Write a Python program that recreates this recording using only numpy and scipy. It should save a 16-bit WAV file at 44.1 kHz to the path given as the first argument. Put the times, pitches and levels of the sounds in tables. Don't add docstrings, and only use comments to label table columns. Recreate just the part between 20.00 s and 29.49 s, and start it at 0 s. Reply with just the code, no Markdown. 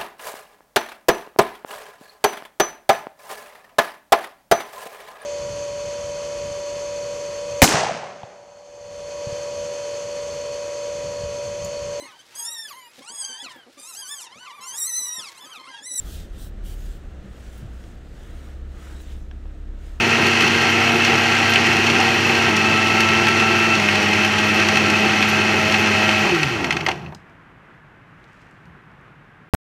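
import sys
import numpy as np
from scipy import signal
from scipy.fft import rfft, irfft
from scipy.io import wavfile
from scipy.ndimage import uniform_filter1d

SR = 44100
rng = np.random.default_rng(int(sys.argv[2]) if len(sys.argv) > 2 else 0)


def wav_out(sig):
    wavfile.write(sys.argv[1], SR, np.round(np.clip(np.atleast_2d(sig).T, -1, 1) * 32767).astype(np.int16))


N = 418509
TIME = np.arange(N) / SR
POWER_OFF_S, STANDSTILL_S = 6.225, 7.165
MAINS_HZ, TOP_HZ, BLADE_ARMS = 50, 15300, 3
TORQUE_PHASE = 2 * np.pi * 2 * MAINS_HZ * TIME

# (time [s], shaft speed [turns/s], shaking [dB], whine [dB], grinding [dB])
KNOB_STEPS = [(0, 232.0, -28, 0, -17), (2.5, 223.0, -27, 7.5, -18.0), (3.78, 212.5, -26, -1.5, -18)]
# (multiple of shaft speed [-], level [dB])
SHAFT_TONES = [(1, 3), (2, -3), (3, 1), (4, -11)]
# (multiple of shaft speed [-], level [dB])
WHINE_TONES = [(4, -18.5), (6, -10.5), (9, -30), (10, -17), (12, -2)]
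# (frequency [Hz], width [Hz], gain [dB])
BASE_RESONANCES = [(135, 14, 8), (346, 44, 14), (428, 36, -12), (1328, 70, 8)]
# (frequency [Hz], level [dB])
JAR_COLOUR = [(60, -27.5), (300, -9), (550, -11.5), (800, -5), (1100, -4.5), (2100, -1), (3000, 0),
              (3700, -10), (6100, -12.5), (8000, -24), (9900, -32), (12500, -34.5), (15000, -40.5)]
# (frequency [Hz], width [Hz], gain [dB])
JAR_RESONANCES = [(345, 24, -4.5), (771, 28.4, 13.5), (849, 53, 7.5), (1335, 115, 8.5), (1575, 40, 9),
                  (1898, 146, 7), (2130, 140, 5), (2570, 149, 9.5), (2684, 93, 3.5), (3110, 33, 4.5),
                  (4307, 280, 7), (5736, 310, 3.5), (9120, 240, 7.5), (10820, 400, 3.5), (12400, 350, 2)]
# (time [s], level [dB], treble level [dB])
ICE_KNOCKS = [(0.407, -12, -22), (0.4764, -17, -23), (1.047, -30, -20.5), (1.536, -25, -19.5),
              (1.5577, -8, -31), (2.565, -25, -20), (3.0036, -11, -20), (3.087, -13, -25),
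              (3.268, -15, -23.5), (3.2827, -13.5, -21), (3.8861, -15, -28), (3.9537, -15.5, -24),
              (4.1337, -20, -26), (4.2463, -14, -25), (4.6856, -10.5, -21), (4.8997, -25, -20.5),
              (5.225, -10.5, -24), (5.7414, -12, -25), (6.0908, -13, -26), (6.4299, -11, -22.5),
              (6.6422, -13, -29), (6.706, -12, -23.5), (6.7243, -16, -29), (6.767, -17, -29),
              (6.807, -23, -33), (6.863, -14, -26), (6.885, -12, -25.5), (6.9134, -19.5, -33),
              (7.061, -35, -59), (7.122, -41, -60)]
# (frequency [Hz], level [dB])
MASH_COLOUR = [(25, -23.5), (55, -29.5), (82, -6), (105, -5), (120, -24), (140, 0.5), (170, -3.5),
               (265, -3.5), (295, -7.5), (345, 4.5), (440, -3), (510, -13), (700, -8.5), (1200, -12),
               (4000, -62)]
# (time [s], level [dB])
SHARD_SHOWERS = [(0.2653, -27), (1.497, -23), (3.0041, -26), (4.2472, -26), (4.5416, -32), (5.2889, -23),
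                 (5.7942, -28)]
# (frequency [Hz], level [dB])
SIZZLE_COLOUR = [(1500, -12.5), (4000, -14), (5800, 10), (8000, -16), (9900, -6.5), (12300, 2),
                 (14000, -11), (15000, -23.5)]
# (frequency [Hz], level [dB])
SQUEAK_PITCHES = [(5780, 3.5), (12300, -2.5)]
# (time [s], level [dB])
CLOT_SLUMPS = [(6.864, -22), (6.886, -23.5), (7.122, -36)]
# (frequency [Hz], level [dB])
SLOP_COLOUR = [(100, -24), (230, -6.5), (370, 0.5), (480, -9.5), (640, -2), (820, 0.5), (1100, -7),
               (1600, -9.5), (4000, -47)]
# (frequency [Hz], level [dB])
FEET_COLOUR = [(50, -20), (82, 6), (112, -9), (146, 8), (200, 1), (500, -52)]
# (time [s], level [dB], pitch [Hz])
BANGLE_TINKS = [(7.148, -27.5, 4980), (7.297, -52, 4500), (8.241, -37, 2700), (8.331, -57, 8000),
                (8.373, -50, 4000), (8.418, -47, 4460), (8.511, -50, 6500), (8.655, -40, 2900),
                (8.916, -53, 3900), (9.011, -59, 6500)]
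# (multiple of its pitch [-], level [dB])
BANGLE_PARTIALS = [(1, 1.5), (1.45, -16)]
# (frequency [Hz], level [dB])
RUSTLE_COLOUR = [(600, -10), (2400, 4), (3600, -10), (5600, -12), (7500, -16), (10000, -27), (15000, -36)]
# (frequency [Hz], level [dB])
ROOM_COLOUR = [(15, -38), (25, -17), (59, -7.5), (75, -18.5), (98, -6.5), (163, -1), (202, -10.5),
               (231, -10), (264, -11.5), (326, -12), (529, -17.5), (1630, -13), (2700, -24), (4500, -41),
               (15000, -57.5)]


def motor(angle, speed, powered, shake, whine_db, ripple=.17, critical_hz=173, hum_db=-29):
    coasting_db = -14 + 17 * buried(speed)
    blade_db = -6 * powered + (1 - powered) * coasting_db
    whirl_db = 9.5 * np.exp(-((speed - critical_hz) / 18) ** 2)
    tones = 0
    for order, db in SHAFT_TONES:
        flutter_db = (-.4 if order == 1 else 2.5) * drift(3.6)
        gain = from_db(db + blade_db * (order == BLADE_ARMS) + whirl_db * (order == 2) + flutter_db)
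        for side in (-1, 0, 1):
            depth = ripple * np.sqrt(order) * powered if side else 1
            lift = from_db(lift_db(BASE_RESONANCES, order * speed + side * 2 * MAINS_HZ))
            tones += gain * depth * lift * np.sin(order * angle + side * TORQUE_PHASE)
    whine = powered * from_db(whine_db)
    for order, db in WHINE_TONES:
        tones += whine * from_db(db + lift_db(BASE_RESONANCES, order * speed)) * np.sin(order * angle)
    tones = signal.sosfilt(signal.butter(6, 88, "high", fs=SR, output="sos"), tones)
    return shake * tones + from_db(hum_db) * powered * np.sin(TORQUE_PHASE)


def knob(switch_s=.06, sag_hz=7.5, pick_up_s=.33, whine_db_per_hz=.8):
    steps = np.array(KNOB_STEPS)
    setting = np.searchsorted(steps[1:, 0], TIME)
    turned_s, speed, shake_db, whine_db, grind_db = steps[setting].T
    sag = sag_hz * (setting > 0) * np.exp((turned_s - TIME) / pick_up_s)
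    controls = speed - sag, shake_db, whine_db - whine_db_per_hz * sag, grind_db
    return [uniform_filter1d(control, size=round(switch_s * SR)) for control in controls]


def run_down(drag_s=.88):
    coasted_s = np.clip(TIME, POWER_OFF_S, STANDSTILL_S) - POWER_OFF_S
    left = np.exp(-coasted_s / drag_s)
    return (left - left.min()) / (1 - left.min())


def grinding(angle, speed, powered, rattle_db=-7.5, grit_db=-5.5, air_db=-3, surge_db=.31):
    slap = (.5 + .5 * np.cos(2 * angle)) ** 2 * (1 + .099 * np.cos(angle))
    torque = 1 + .13 * powered * np.cos(TORQUE_PHASE)
    rattle = rms_one(slap * rng.standard_normal(N)) * torque
    grit = grains(per_s=7 * speed)
    air = rng.standard_normal(N)
    force = from_db(rattle_db) * rattle + from_db(grit_db) * grit + from_db(air_db) * air
    return force * from_db(surge_db * drift(14))


def ice_knocks(pace, small_per_s=4, rise_s=.00088, crush_s=.0046, split_hz=3700, low_cut_hz=1700):
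    lumps = list(ICE_KNOCKS)
    for when, size in rng.random((round(small_per_s * STANDSTILL_S), 2)):
        s = when * STANDSTILL_S
        db = 4.5 * (2 * size - 1) + 20 * np.log10(pace[int(s * SR)] + 1e-9)
        lumps.append((s, db - 18.5, db - 26))
    force, t = np.zeros(N), TIME[:SR // 20]
    low, high = (signal.butter(3, split_hz, kind, fs=SR) for kind in ("low", "high"))
    crush = np.exp(-t / crush_s) * (1 - np.exp(-t / rise_s))
    for s, db, treble_db in lumps:
        burst = crush * rng.standard_normal(len(t))
        knock = from_db(db + 7.5) * signal.lfilter(*low, burst)
        crunch = from_db(treble_db + 17) * signal.lfilter(*high, burst)
        add(force, s, knock + crunch)
    return signal.lfilter(*signal.butter(1, low_cut_hz, "high", fs=SR), force)


def mash(pace, level_db=-25.5, slosh_db=1.8):
    churn = pace ** .69 * from_db(level_db + slosh_db * drift(11.5))
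    return body(churn * rng.standard_normal(N), MASH_COLOUR)


def shards(flow, stray_db=-34.5, spurt_db=4, shower_db=-11, shower_s=.0054):
    spray = flow * from_db(stray_db + spurt_db * np.minimum(drift(31), 2))
    age = TIME[:SR // 8] / shower_s
    for s, db in SHARD_SHOWERS:
        add(spray, s - shower_s / 2, from_db(db + shower_db) * age * np.exp(1 - age))
    return body(spray * rng.standard_normal(N), SIZZLE_COLOUR)


def squeaks(flow, per_s=45, until_s=6.87, length_s=.004, level_db=-31.5, scatter=.04, uneven_db=3):
    out = np.zeros(N)
    swell = np.hanning(round(length_s * SR))
    for when, which, size, detune in rng.random((round(per_s * until_s), 4)):
        hz, db = SQUEAK_PITCHES[int(which * len(SQUEAK_PITCHES))]
        tone = np.sin(2 * np.pi * hz * (1 + scatter * (2 * detune - 1)) * TIME[:len(swell)])
        add(out, when * until_s, from_db(db + uneven_db * (2 * size - 1)) * swell * tone)
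    return from_db(level_db) * flow ** .35 * out


def slop(speed, pace, level_db=-22.5, slump_s=.019):
    push = from_db(level_db) * buried(speed) * pace
    for s, db in CLOT_SLUMPS:
        add(push, s, from_db(db) * np.exp(-TIME[:SR // 4] / slump_s))
    return body(push * rng.standard_normal(N), SLOP_COLOUR)


def buried(speed, below_hz=111):
    return 1 / (1 + (speed / below_hz) ** 20)


def rocking(pace, powered, level_db=-34):
    sway = (1 - powered) * pace ** .17 * from_db(level_db)
    return body(sway * rng.standard_normal(N), FEET_COLOUR)


def bangles(level_db=-10, crack_s=.003, ring_s=.004, ring_db=-8):
    out, t = np.zeros(N), TIME[:SR // 10]
    for s, db, pitch in BANGLE_TINKS:
        band = signal.butter(2, [pitch / 2, min(pitch * 1.5, TOP_HZ)], "band", fs=SR)
        crack = rms_one(signal.lfilter(*band, rng.standard_normal(len(t)))) * np.exp(-t / crack_s)
        partials = sum(from_db(partial_db) * np.sin(2 * np.pi * ratio * pitch * t)
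                       for ratio, partial_db in BANGLE_PARTIALS)
        ring = from_db(ring_db) * partials * np.exp(-t / ring_s)
        add(out, s, from_db(db + level_db) * (crack + ring))
    return out


def hand(slide_at_s=8.4, lean_at_s=8.68):
    slide = from_db(-60) * np.exp(-((TIME - slide_at_s) / .21) ** 2)
    lean = from_db(-47) * np.exp(-((TIME - lean_at_s) / .07) ** 2)
    rustle = body(slide * grains(per_s=1500), RUSTLE_COLOUR)
    return rustle + body(lean * rng.standard_normal(N), FEET_COLOUR)


def kitchen_walls(direct, wet_db=-12, t60_s=.22):
    t = TIME[:SR // 2]
    tail = rng.standard_normal(len(t)) * from_db(-60 * t / t60_s) * (t > .003)
    return direct + from_db(wet_db) * signal.oaconvolve(direct, tail / np.linalg.norm(tail))[:N]


def room_tone(level_db=-48):
    return from_db(level_db + .5 * drift(5)) * body(rng.standard_normal(N), ROOM_COLOUR)


def body(x, colour, resonances=(), size=8192):
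    hz = np.maximum(np.fft.rfftfreq(size, 1 / SR), 1)
    points_hz, levels_db = np.transpose(colour)
    colour_db = np.interp(np.log(hz), np.log(points_hz), levels_db)
    gain = rms_one(from_db(colour_db + lift_db(resonances, hz)))
    cepstrum = irfft(np.log(gain))
    cepstrum[1:size // 2] *= 2
    cepstrum[size // 2 + 1:] = 0
    return signal.oaconvolve(x, irfft(np.exp(rfft(cepstrum))))[:N]


def lift_db(resonances, hz):
    return sum(db / (1 + (2 * (hz - centre) / width) ** 2) for centre, width, db in resonances)


def grains(per_s, spread_db=3):
    sizes = from_db(spread_db * np.minimum(rng.exponential(1, N), 4))
    return rms_one(sizes * rng.choice([-1, 1], N) * (rng.random(N) < per_s / SR))


def drift(rate_hz, hop=20):
    pole = np.exp(-2 * np.pi * rate_hz * hop / SR)
    noise = rng.standard_normal(N // hop + 2002)
    slow = signal.lfilter([1], [1, -2 * pole, pole * pole], noise)[2000:]
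    return np.interp(np.arange(N) / hop, np.arange(len(slow)), rms_one(slow))


def add(track, s, sound):
    at = round(s * SR)
    track[at:at + len(sound)] += sound


def from_db(db):
    return 10 ** (np.asarray(db) / 20)


def rms_one(x):
    return x / np.sqrt(np.mean(x ** 2) + 1e-20)


def scene():
    running_speed, shake_db, whine_db, grind_db = knob()
    pace = run_down()
    speed = running_speed * pace * (1 + .0022 * drift(10))
    angle = 2 * np.pi * np.cumsum(speed) / SR
    powered = np.clip(1 - (TIME - POWER_OFF_S) / .067, 0, 1)
    shake = from_db(shake_db - 3 * (1 - powered)) * pace ** .88
    flow = from_db(grind_db - 1) * pace ** 1.2
    machine = motor(angle, speed, powered, shake, whine_db) + mash(pace) + rocking(pace, powered)
    jar = body(flow * grinding(angle, speed, powered) + ice_knocks(pace), JAR_COLOUR, JAR_RESONANCES)
    room = room_tone()
    fallen_mash = slop(speed, pace)
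    clatter = kitchen_walls(jar + shards(flow) + squeaks(flow) + bangles())
    return machine + fallen_mash + clatter + hand() + room


def record(dry, ceiling=.9):
    rounded = dry / (1 + (dry / ceiling) ** 6) ** (1 / 6)
    top_cut = signal.ellip(12, .1, 80, TOP_HZ, fs=SR, output="sos")
    return np.atleast_2d(signal.sosfilt(top_cut, rounded))


dry = scene()
out = record(dry)
wav_out(out)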